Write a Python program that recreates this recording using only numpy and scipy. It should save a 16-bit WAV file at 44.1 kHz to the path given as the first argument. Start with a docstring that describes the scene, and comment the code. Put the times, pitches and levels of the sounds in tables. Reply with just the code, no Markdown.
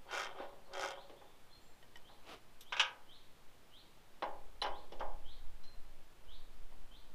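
"""A leaf spring is lined up with its hanger on a bare vehicle chassis, in an open-sided workshop.
Small birds call from the trees throughout. First steel is dragged twice, sticking and slipping, with a
faint scrape between. Light knocks and tool taps follow, then clothes rustle. Near 2.7 s a small part
ticks and the spring clanks into place, ringing. From 4.2 s a bolt is knocked against the hanger,
and a light breeze rocks the microphone on and off until the end."""
import sys
import numpy as np
from scipy import signal
from scipy.fft import rfft, irfft
from scipy.io import wavfile
from scipy.ndimage import uniform_filter1d

SR = 44100
rng = np.random.default_rng(int(sys.argv[2]) if len(sys.argv) > 2 else 0)


def transcribe(signal):
    """Save signal, clipped to [-1, 1], as a 16-bit WAV file at the path in sys.argv[1]."""
    frames = np.atleast_2d(signal).T
    limited = np.clip(frames, -1, 1)
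    pcm = np.round(limited * 32767).astype(np.int16)
    wavfile.write(sys.argv[1], SR, pcm)


N = 314874
T = np.arange(N) / SR
ONE_SECOND = np.arange(SR) / SR
HIGHEST_HZ = 15400


def amp(db):
    """Turns decibels into a number to multiply by."""
    return 10 ** (np.asarray(db) / 20)


def unit(x):
    """Scales a sound to an average (rms) size of 1."""
    return x / np.sqrt(np.mean(x ** 2) + 1e-20)


def read(points, hz):
    """Reads between the rows of a table, with octaves evenly spaced."""
    row_hz, value = np.transpose(points)
    return np.interp(np.log(hz + 1), np.log(row_hz + 1), value)


def add(mix, start_s, sound):
    """Mixes a sound in at the given time."""
    part = mix[max(0, round(start_s * SR)):][:len(sound)]
    part += sound[:len(part)]


def colour(x, points):
    """Sets a sound's colour, its balance of low and high pitches, at an average size of 1."""
    gain = amp(read(points, np.fft.rfftfreq(len(x), 1 / SR)))
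    return unit(irfft(rfft(x) * gain, len(x)))


def band(x, low_hz, high_hz, order=4):
    """Keeps the pitches between two limits."""
    return signal.sosfilt(signal.butter(order, [low_hz, high_hz], "band", fs=SR, output="sos"), x)


def swell(start_s, length_s, rise_db_per_s, fall_db_per_s):
    """Loudness that builds up to the start, holds for the length, then dies away."""
    early, late = np.maximum(start_s - T, 0), np.maximum(T - start_s - length_s, 0)
    return amp(-rise_db_per_s * early - fall_db_per_s * late)


# colours of the outdoor hush and of wind on the microphone: pitch_hz, level_db
HUSH_COLOUR = [(41, -17), (70, -1.5), (220, -5), (847, -7), (1480, -11.5), (2540, -14), (3330, -14.5),
               (5840, -21.5), (12300, -25), (15000, -25.5)]
WIND_COLOUR = [(2, 16), (4, 20), (10, 12.5), (22, -5.5), (35, -6.5), (60, -20), (120, -35), (400, -75)]
# gusts of the breeze: start_s, length_s, level_db
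GUSTS = [(4.432, 0.26, -53.5), (5.047, 0.43, -47), (5.686, 0.2, -54.5), (6.287, 0.77, -55)]
def air(hush_db=-66, calm_db=-66.5):
    """A steady outdoor hush, and a low rumble that grows when a gust pushes on the microphone."""
    hush = amp(hush_db) * colour(rng.standard_normal(N), HUSH_COLOUR)
    rumble = colour(rng.standard_normal(N), WIND_COLOUR)
    gusts = sum(amp(level_db) * swell(start_s, length_s, rise_db_per_s=86, fall_db_per_s=96)
                for start_s, length_s, level_db in GUSTS)
    return hush + (amp(calm_db) + gusts) * rumble / np.std(band(rumble, 12.37, 70))


def bird_note(pitch_hz, flutter):
    """A nearly pure tone that follows a pitch curve and wavers quickly by the share `flutter`."""
    waver = unit(uniform_filter1d(rng.standard_normal(len(pitch_hz)), size=60))
    phase = 2 * np.pi * np.cumsum(pitch_hz * (1 + flutter * waver)) / SR
    return signal.windows.tukey(len(pitch_hz), 0.4) * np.sin(phase)


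# a finch's rising calls: start_s, level_db
FINCH_CALLS = [(.32, -63.5), (0.924, -60.5), (2.02, -63.5), (2.63, -60.5), (3.06, -58), (3.701, -58.5),
               (4.689, -60.5), (5.228, -57.5), (6.258, -57.5), (6.886, -61)]
# other birds' thin whistles: start_s, length_s, pitch_hz, level_db
WHISTLES = [(0.063, 0.05, 4620, -69), (0.643, 0.029, 4320, -70), (1.16, 0.03, 3500, -65),
            (1.263, 0.026, 3570, -66), (1.497, 0.029, 3520, -65), (1.506, 0.065, 4250, -63),
            (1.598, 0.11, 7480, -74), (5.623, 0.061, 4160, -61), (6.687, 0.03, 3020, -78)]
def birds(finch_s=0.115, low_hz=2917, high_hz=5060, echo_s=0.5):
    """Rising calls and thin whistles, smeared by echoes from the trees and walls."""
    calls = np.zeros(N)
    climb = np.linspace(0, 1, round(finch_s * SR))
    sweep_hz = low_hz + (high_hz - low_hz) * climb ** 1.9  # rises ever faster
    arch_db = climb + 12 * (np.sin(np.pi * climb) - 1)  # loudest near the middle
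    for start_s, level_db in FINCH_CALLS:
        add(calls, start_s, amp(level_db + arch_db) * bird_note(sweep_hz, flutter=0.023))
    for start_s, length_s, pitch_hz, level_db in WHISTLES:
        slide_up = 1 - 0.0405 * np.linspace(1, 0, round(length_s * SR)) ** 2
        flutter = 0.04 * (0.0283 / length_s) ** 2  # short whistles waver most
        add(calls, start_s, amp(level_db) * bird_note(pitch_hz * slide_up, flutter))
    echoes = rng.standard_normal(SR) * amp(-60 * ONE_SECOND / echo_s)
    return 0.3 * calls + signal.fftconvolve(calls, echoes / np.linalg.norm(echoes))[:N]


def slips(per_s, spread_db):
    """Tiny clicks of uneven size, made as two surfaces stick and slip."""
    clicks = (rng.random(N) < per_s / SR) * rng.choice([-1, 1], N)
    return unit(clicks * amp(spread_db * np.minimum(rng.exponential(1, N), 3)))


# colour of rubbing cloth: pitch_hz, level_db
CLOTH_COLOUR = [(71, -40), (120, -11), (310, 1.5), (446, 2.5), (785, -2), (1180, -1), (1800, -8.5),
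                (2920, -3.5), (7250, -23), (15000, -31)]
def rustle(level_db=-52):
    """Clothes brush the paving once, their fibres catching on the stone."""
    brush = amp(level_db) * swell(start_s=2.295, length_s=0.046, rise_db_per_s=290, fall_db_per_s=370)
    return brush * colour(slips(per_s=5300, spread_db=2), CLOTH_COLOUR)


def ring(tones):
    """Struck steel's own tones: each drops 60 dB in its fade_s; its sign depends on the spot struck."""
    signs = rng.choice([-1, 1], len(tones))
    return sum(sign * amp(level_db - 60 * ONE_SECOND / fade_s) * np.sin(2 * np.pi * hz * ONE_SECOND)
               for (hz, level_db, fade_s), sign in zip(tones, signs))


# the washer's ringing tones: pitch_hz, level_db, fade_s
WASHER_TONES = [(3270, -4, 0.084), (3520, 5, 0.1), (5491, -7, 0.071), (7704, -2, 0.023), (8300, 0, 0.054),
                (9275, -18, 0.16), (11230, -9, 0.14), (11900, 1, 0.086), (12220, -15, 0.21),
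                (12920, -4, 0.14)]
def washer(start_s=2.608, level_db=-62, chatter_depth=1.3):
    """A small steel part, perhaps a washer, gives a thin, rough tick as it chatters on the spring."""
    out = np.zeros(N)
    chatter = 1 + chatter_depth * unit(uniform_filter1d(rng.standard_normal(SR), size=40))
    add(out, start_s, amp(level_db) * chatter * ring(WASHER_TONES))
    return out


# how long the chassis and workshop ring at each pitch: pitch_hz, fade_s
WASH_FADES = [(200, 0.88), (600, 0.67), (1200, 0.4), (3000, 0.23), (6000, 0.21), (12000, 0.04)]
def wash(wash_colour):
    """Countless weak tones and echoes blur into one noise, whose high pitches die first."""
    noise = colour(rng.standard_normal(SR), wash_colour)
    hz, t, slices = signal.stft(noise, SR, nperseg=256)
    fade = amp(-60 * t / read(WASH_FADES, hz)[:, None])
    return unit(signal.istft(slices * fade, SR, nperseg=256)[1][:SR])


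# first echoes off the paving and the chassis rails: delay_s, level_db
ECHOES = [(.0052, -14), (0.0149, -8), (0.023, -35)]
def blows(hits, tones, part_colour, tones_db, crack_db, crack_s, gain_db):
    """Each blow is a short crack with echoes, ringing tones and a wash; gain_db shifts every blow."""
    out, t = np.zeros(N), ONE_SECOND
    echoes = sum(amp(db) * (t > delay_s) * np.exp(-abs(t - delay_s) / crack_s) for delay_s, db in ECHOES)
    burst = np.exp(-t / crack_s) + echoes
    contact = 1 - np.exp(-t / 0.00035)  # the force builds in a fraction of a millisecond
    thump_hz, body_hz, treble_hz, top_hz = 450, 830, 1420, 10000
    for start_s, level_db, thump_db, hardness_db_per_octave in hits:
        crack = unit(colour(rng.standard_normal(SR), part_colour) * burst)
        hit = amp(tones_db) * unit(ring(tones)) + wash(part_colour) + amp(crack_db) * crack
        # a heavy blow adds bass, a hard one adds treble
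        top_db = hardness_db_per_octave * np.log2(top_hz / treble_hz)
        balance = [(thump_hz, thump_db), (body_hz, 0), (treble_hz, 0), (top_hz, top_db)]
        hit = colour(np.pad(hit, (0, SR)), balance)[:SR]
        hit = band(contact * hit, 164, HIGHEST_HZ)
        add(out, start_s, amp(level_db + gain_db) * hit / np.std(hit[:SR // 33]))
    return out


# colour of the crack and wash, shared by tool taps and hanger knocks: pitch_hz, level_db
KNOCK_COLOUR = [(150, -9), (230, -13.5), (320, -1.5), (600, 2.5), (1050, 7), (1350, -5.5), (1600, -1.5),
                (2100, -5), (2500, -6), (3200, -0.5), (4300, -13), (5500, -12.5), (7500, -38), (15000, -74)]
# the tool's ringing tones: pitch_hz, level_db, fade_s
TOOL_TONES = [(926, -28, 0.17), (950, 3.5, 0.16), (1980, -9, 0.028), (1880, 11, 0.057), (3020, 5, 0.093),
              (5270, -25, 0.057), (7700, -16, 0.083)]
# light taps: start_s, level_db, thump_db, hardness_db_per_octave
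TOOL_TAPS = [(1.827, -60, 10, 3), (1.957, -52.5, -4, 4), (6.724, -62.5, 11, -18)]
def tool():
    """A hand tool taps lightly and rings for a moment."""
    return blows(TOOL_TAPS, TOOL_TONES, KNOCK_COLOUR,
                 tones_db=7.5, crack_db=5.5, crack_s=0.0015, gain_db=-4.5)


def judder(per_s, jitter, fade_s, floor):
    """Steel sticks and lets go at uneven times; each release is a quickly fading burst."""
    starts_s = np.cumsum(np.exp(jitter * rng.standard_normal(N // 100)) / per_s)
    since_s = T - np.append(0, starts_s)[np.searchsorted(starts_s, T)]
    return unit(floor + np.exp(-since_s / fade_s))


def stroke(start_s, length_s, rise_db_per_s, arch_db, fall_db_per_s):
    """Loudness of one dragging stroke, which presses hardest halfway."""
    pressure = np.sin(np.pi * np.clip((T - start_s) / length_s, 0, 1))
    return swell(start_s, length_s, rise_db_per_s, fall_db_per_s) * amp(arch_db * (pressure - 1))


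# colour of the scraping: pitch_hz, level_db
DRAG_COLOUR = [(88, -60), (150, -34), (312, -46), (378, 1.5), (495, -30), (567, -1), (742, -5), (833, -3),
               (1090, -1), (1230, -2.5), (1980, -11), (3270, -11.5), (4210, -19.5), (5510, -11),
               (15000, -36)]
# the dragged steel's tones (wider ones die sooner): pitch_hz, width_hz, level_db
DRAG_TONES = [(565, 41, 0), (834, 24, -4), (1270, 120, -5), (1460, 72, -5), (1600, 15, -6), (2150, 50, -9),
              (2360, 40, -11), (2770, 51, -13), (3240, 42, -9), (3590, 33, -12), (3810, 140, -19)]
# strokes of steel over steel: start_s, length_s, hollow_db, groan_db, rasp_db, grit_db
STROKES = [(0.115, 0.15, -59, -46, -42.5, -53), (0.373, 0.089, -65, -50.5, -56.5, -89),
           (0.75, 0.17, -47.5, -44.5, -45, -53.5)]
# the steel catches as it slides: start_s, level_db
CATCHES = [(0.114, -45), (.245, -45), (.735, -40), (0.807, -37), (.860, -47), (.907, -41)]
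def drag():
    """Juddering slips set the dragged steel ringing; a few larger catches snap out brightly."""
    out, t = np.zeros(N), ONE_SECOND
    rubbing = unit(slips(per_s=9000, spread_db=2.5)
                   * judder(per_s=115, jitter=0.35, fade_s=0.002, floor=0.13))
    steel = unit(sum(amp(db) * width_hz * np.exp(-np.pi * width_hz * t) * np.sin(2 * np.pi * hz * t)
                     for hz, width_hz, db in DRAG_TONES))
    direct = colour(rubbing, DRAG_COLOUR)
    ringing = unit(signal.fftconvolve(rubbing, steel)[:N])
    room = unit(signal.fftconvolve(rubbing, wash(DRAG_COLOUR))[:N])
    scrape = direct + room + amp(1) * ringing
    hollow = band(ringing, 536, 587, order=2)
    groan = band(scrape, 310, 1030)
    rasp = band(scrape, 1347, 4220)
    grit = band(direct + 0.5 * room, 3800, 20000)  # the treble arrives mostly direct
    # how each layer follows a stroke: sound, rise_db_per_s, arch_db, fall_db_per_s
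    layers = [(hollow, 274, 6.4, 97), (groan, 274, 6.4, 97), (rasp, 580, 5.4, 240), (grit, 1200, 9.9, 840)]
    for start_s, length_s, *levels_db in STROKES:
        for (sound, *shape), level_db in zip(layers, levels_db):
            out += amp(level_db) * stroke(start_s, length_s, *shape) * unit(sound)
    for start_s, level_db in CATCHES:
        snap = rng.standard_normal(SR) * np.exp(-t / 0.0056)
        add(out, start_s, amp(level_db) * band(snap, 2500, 5500, order=2))
    return out


# the bolt's ringing tones: pitch_hz, level_db, fade_s
BOLT_TONES = [(2980, -7, 0.2), (3450, -10, 0.049), (4020, 3.5, 0.05), (4400, -26, .03), (10280, -18, 0.064)]
# the bolt's tip meets steel: start_s, level_db
BOLT_PINGS = [(4.225, -52.5), (4.617, -33.5), (4.662, -52)]
def bolt(contact_s=0.0004):
    """The small bolt gives its own bright ping as it strikes."""
    out = np.zeros(N)
    contact = 1 - np.exp(-ONE_SECOND / contact_s)
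    for start_s, level_db in BOLT_PINGS:
        add(out, start_s, amp(level_db) * contact * ring(BOLT_TONES))
    return out


# the hanger's ringing tones: pitch_hz, level_db, fade_s
HANGER_TONES = [(404, -16, 0.61), (533, -9, 0.53), (565, -8, 0.52), (598, -12, 0.5), (624, -10, 0.49),
                (673, -9, 0.47), (790, -6, 0.44), (828, 0, 0.43), (877, -7, 0.41), (974, -7, 0.39),
                (1066, -7, 0.38), (1222, -12, 0.35), (1416, -16, 0.33), (1583, -12, 0.31),
                (1755, -19, 0.29), (1900, -22, 0.28), (2045, -17, 0.27), (2145, -17, 0.26),
                (2210, -18, 0.26), (2848, -20, 0.23), (3015, -10, 0.22), (3429, -13, 0.21)]
# knocks on the hanger: start_s, level_db, thump_db, hardness_db_per_octave
HANGER_KNOCKS = [(0.399, -42.5, 7, -10), (1.096, -50.5, 16.5, 0), (1.214, -53.5, 3, -12),
                 (2.091, -56.5, 1, -18), (4.223, -31, -1.5, -6), (4.621, -32.5, 0, 3.5),
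                 (4.647, -32, -3, -7), (4.663, -41.5, -8, -0.5), (4.921, -45, 13.5, 2), (4.996, -49, 11, 5),
                 (5.006, -35, -2, -15), (5.637, -61, 0, 10)]
def hanger():
    """The hanger, the bracket that holds the spring, is knocked and rings with mostly lower tones."""
    return blows(HANGER_KNOCKS, HANGER_TONES, KNOCK_COLOUR,
                 tones_db=3, crack_db=1, crack_s=0.0065, gain_db=-6.5)


# colour of the spring's crack and wash: pitch_hz, level_db
SPRING_COLOUR = [(150, -43), (330, -23.5), (600, -14), (950, -4), (1300, -7), (1560, 0), (1850, -7.5),
                 (2300, 0.5), (3000, 3.5), (3700, -2.5), (4200, -12.5), (5800, -9), (7800, -24.5),
                 (15000, -47)]
# the spring's ringing tones: pitch_hz, level_db, fade_s
SPRING_TONES = [(533, -18, 0.53), (828, -11, 0.43), (900, -10, 0.41), (969, -7, 0.39), (1186, -9, 0.36),
                (1266, -3, 0.34), (1459, -8, 0.32), (1534, -3, 0.31), (1580, -3, 0.31), (1653, -3, 0.3),
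                (2149, -9, 0.26), (2272, -6, 0.26), (2360, -10, 0.25), (2492, -3, 0.25), (2519, -5, 0.24),
                (2698, -7, 0.24), (2826, -7, 0.23), (2923, 0, 0.23), (3025, -1, 0.22), (3121, -5, 0.22),
                (3196, -2, 0.22), (3416, -1, 0.21), (3580, -11, 0.2), (3741, -5, 0.2), (4495, -13, 0.18),
                (5222, -16, 0.17), (5663, -14, 0.16), (5816, -11, 0.16), (6035, -17, 0.16),
                (10300, -27, .2)]
# blows on the spring, after a faint first row that fills out the washer's tick: start_s, level_db, thump_db,
# hardness_db_per_octave
SPRING_CLANKS = [(2.607, -57, 8, 15), (2.723, -32.5, -1, -6), (2.766, -35.5, 8, -2.5),
                 (2.796, -21, -1.5, -0.4)]
def spring():
    """The leaf spring clanks into place with three quick, ringing blows, the last the loudest; a faint first
    row gives the small part's tick its lower ring."""
    return blows(SPRING_CLANKS, SPRING_TONES, SPRING_COLOUR,
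                 tones_db=2, crack_db=3.5, crack_s=0.0085, gain_db=-7)


def scene():
    """All the sounds meet at one microphone."""
    return (spring() + hanger() + tool() + bolt() + washer() + drag() + rustle() + birds() + air())[None]


def record(dry):
    """Cuts away the very highest treble."""
    low_pass = signal.firwin(511, HIGHEST_HZ, window=("kaiser", 9), fs=SR)
    padded = np.pad(dry[0], len(low_pass) // 2, mode="edge")
    return signal.oaconvolve(padded, low_pass, "valid")[None]


dry = scene()
out = record(dry)
transcribe(out)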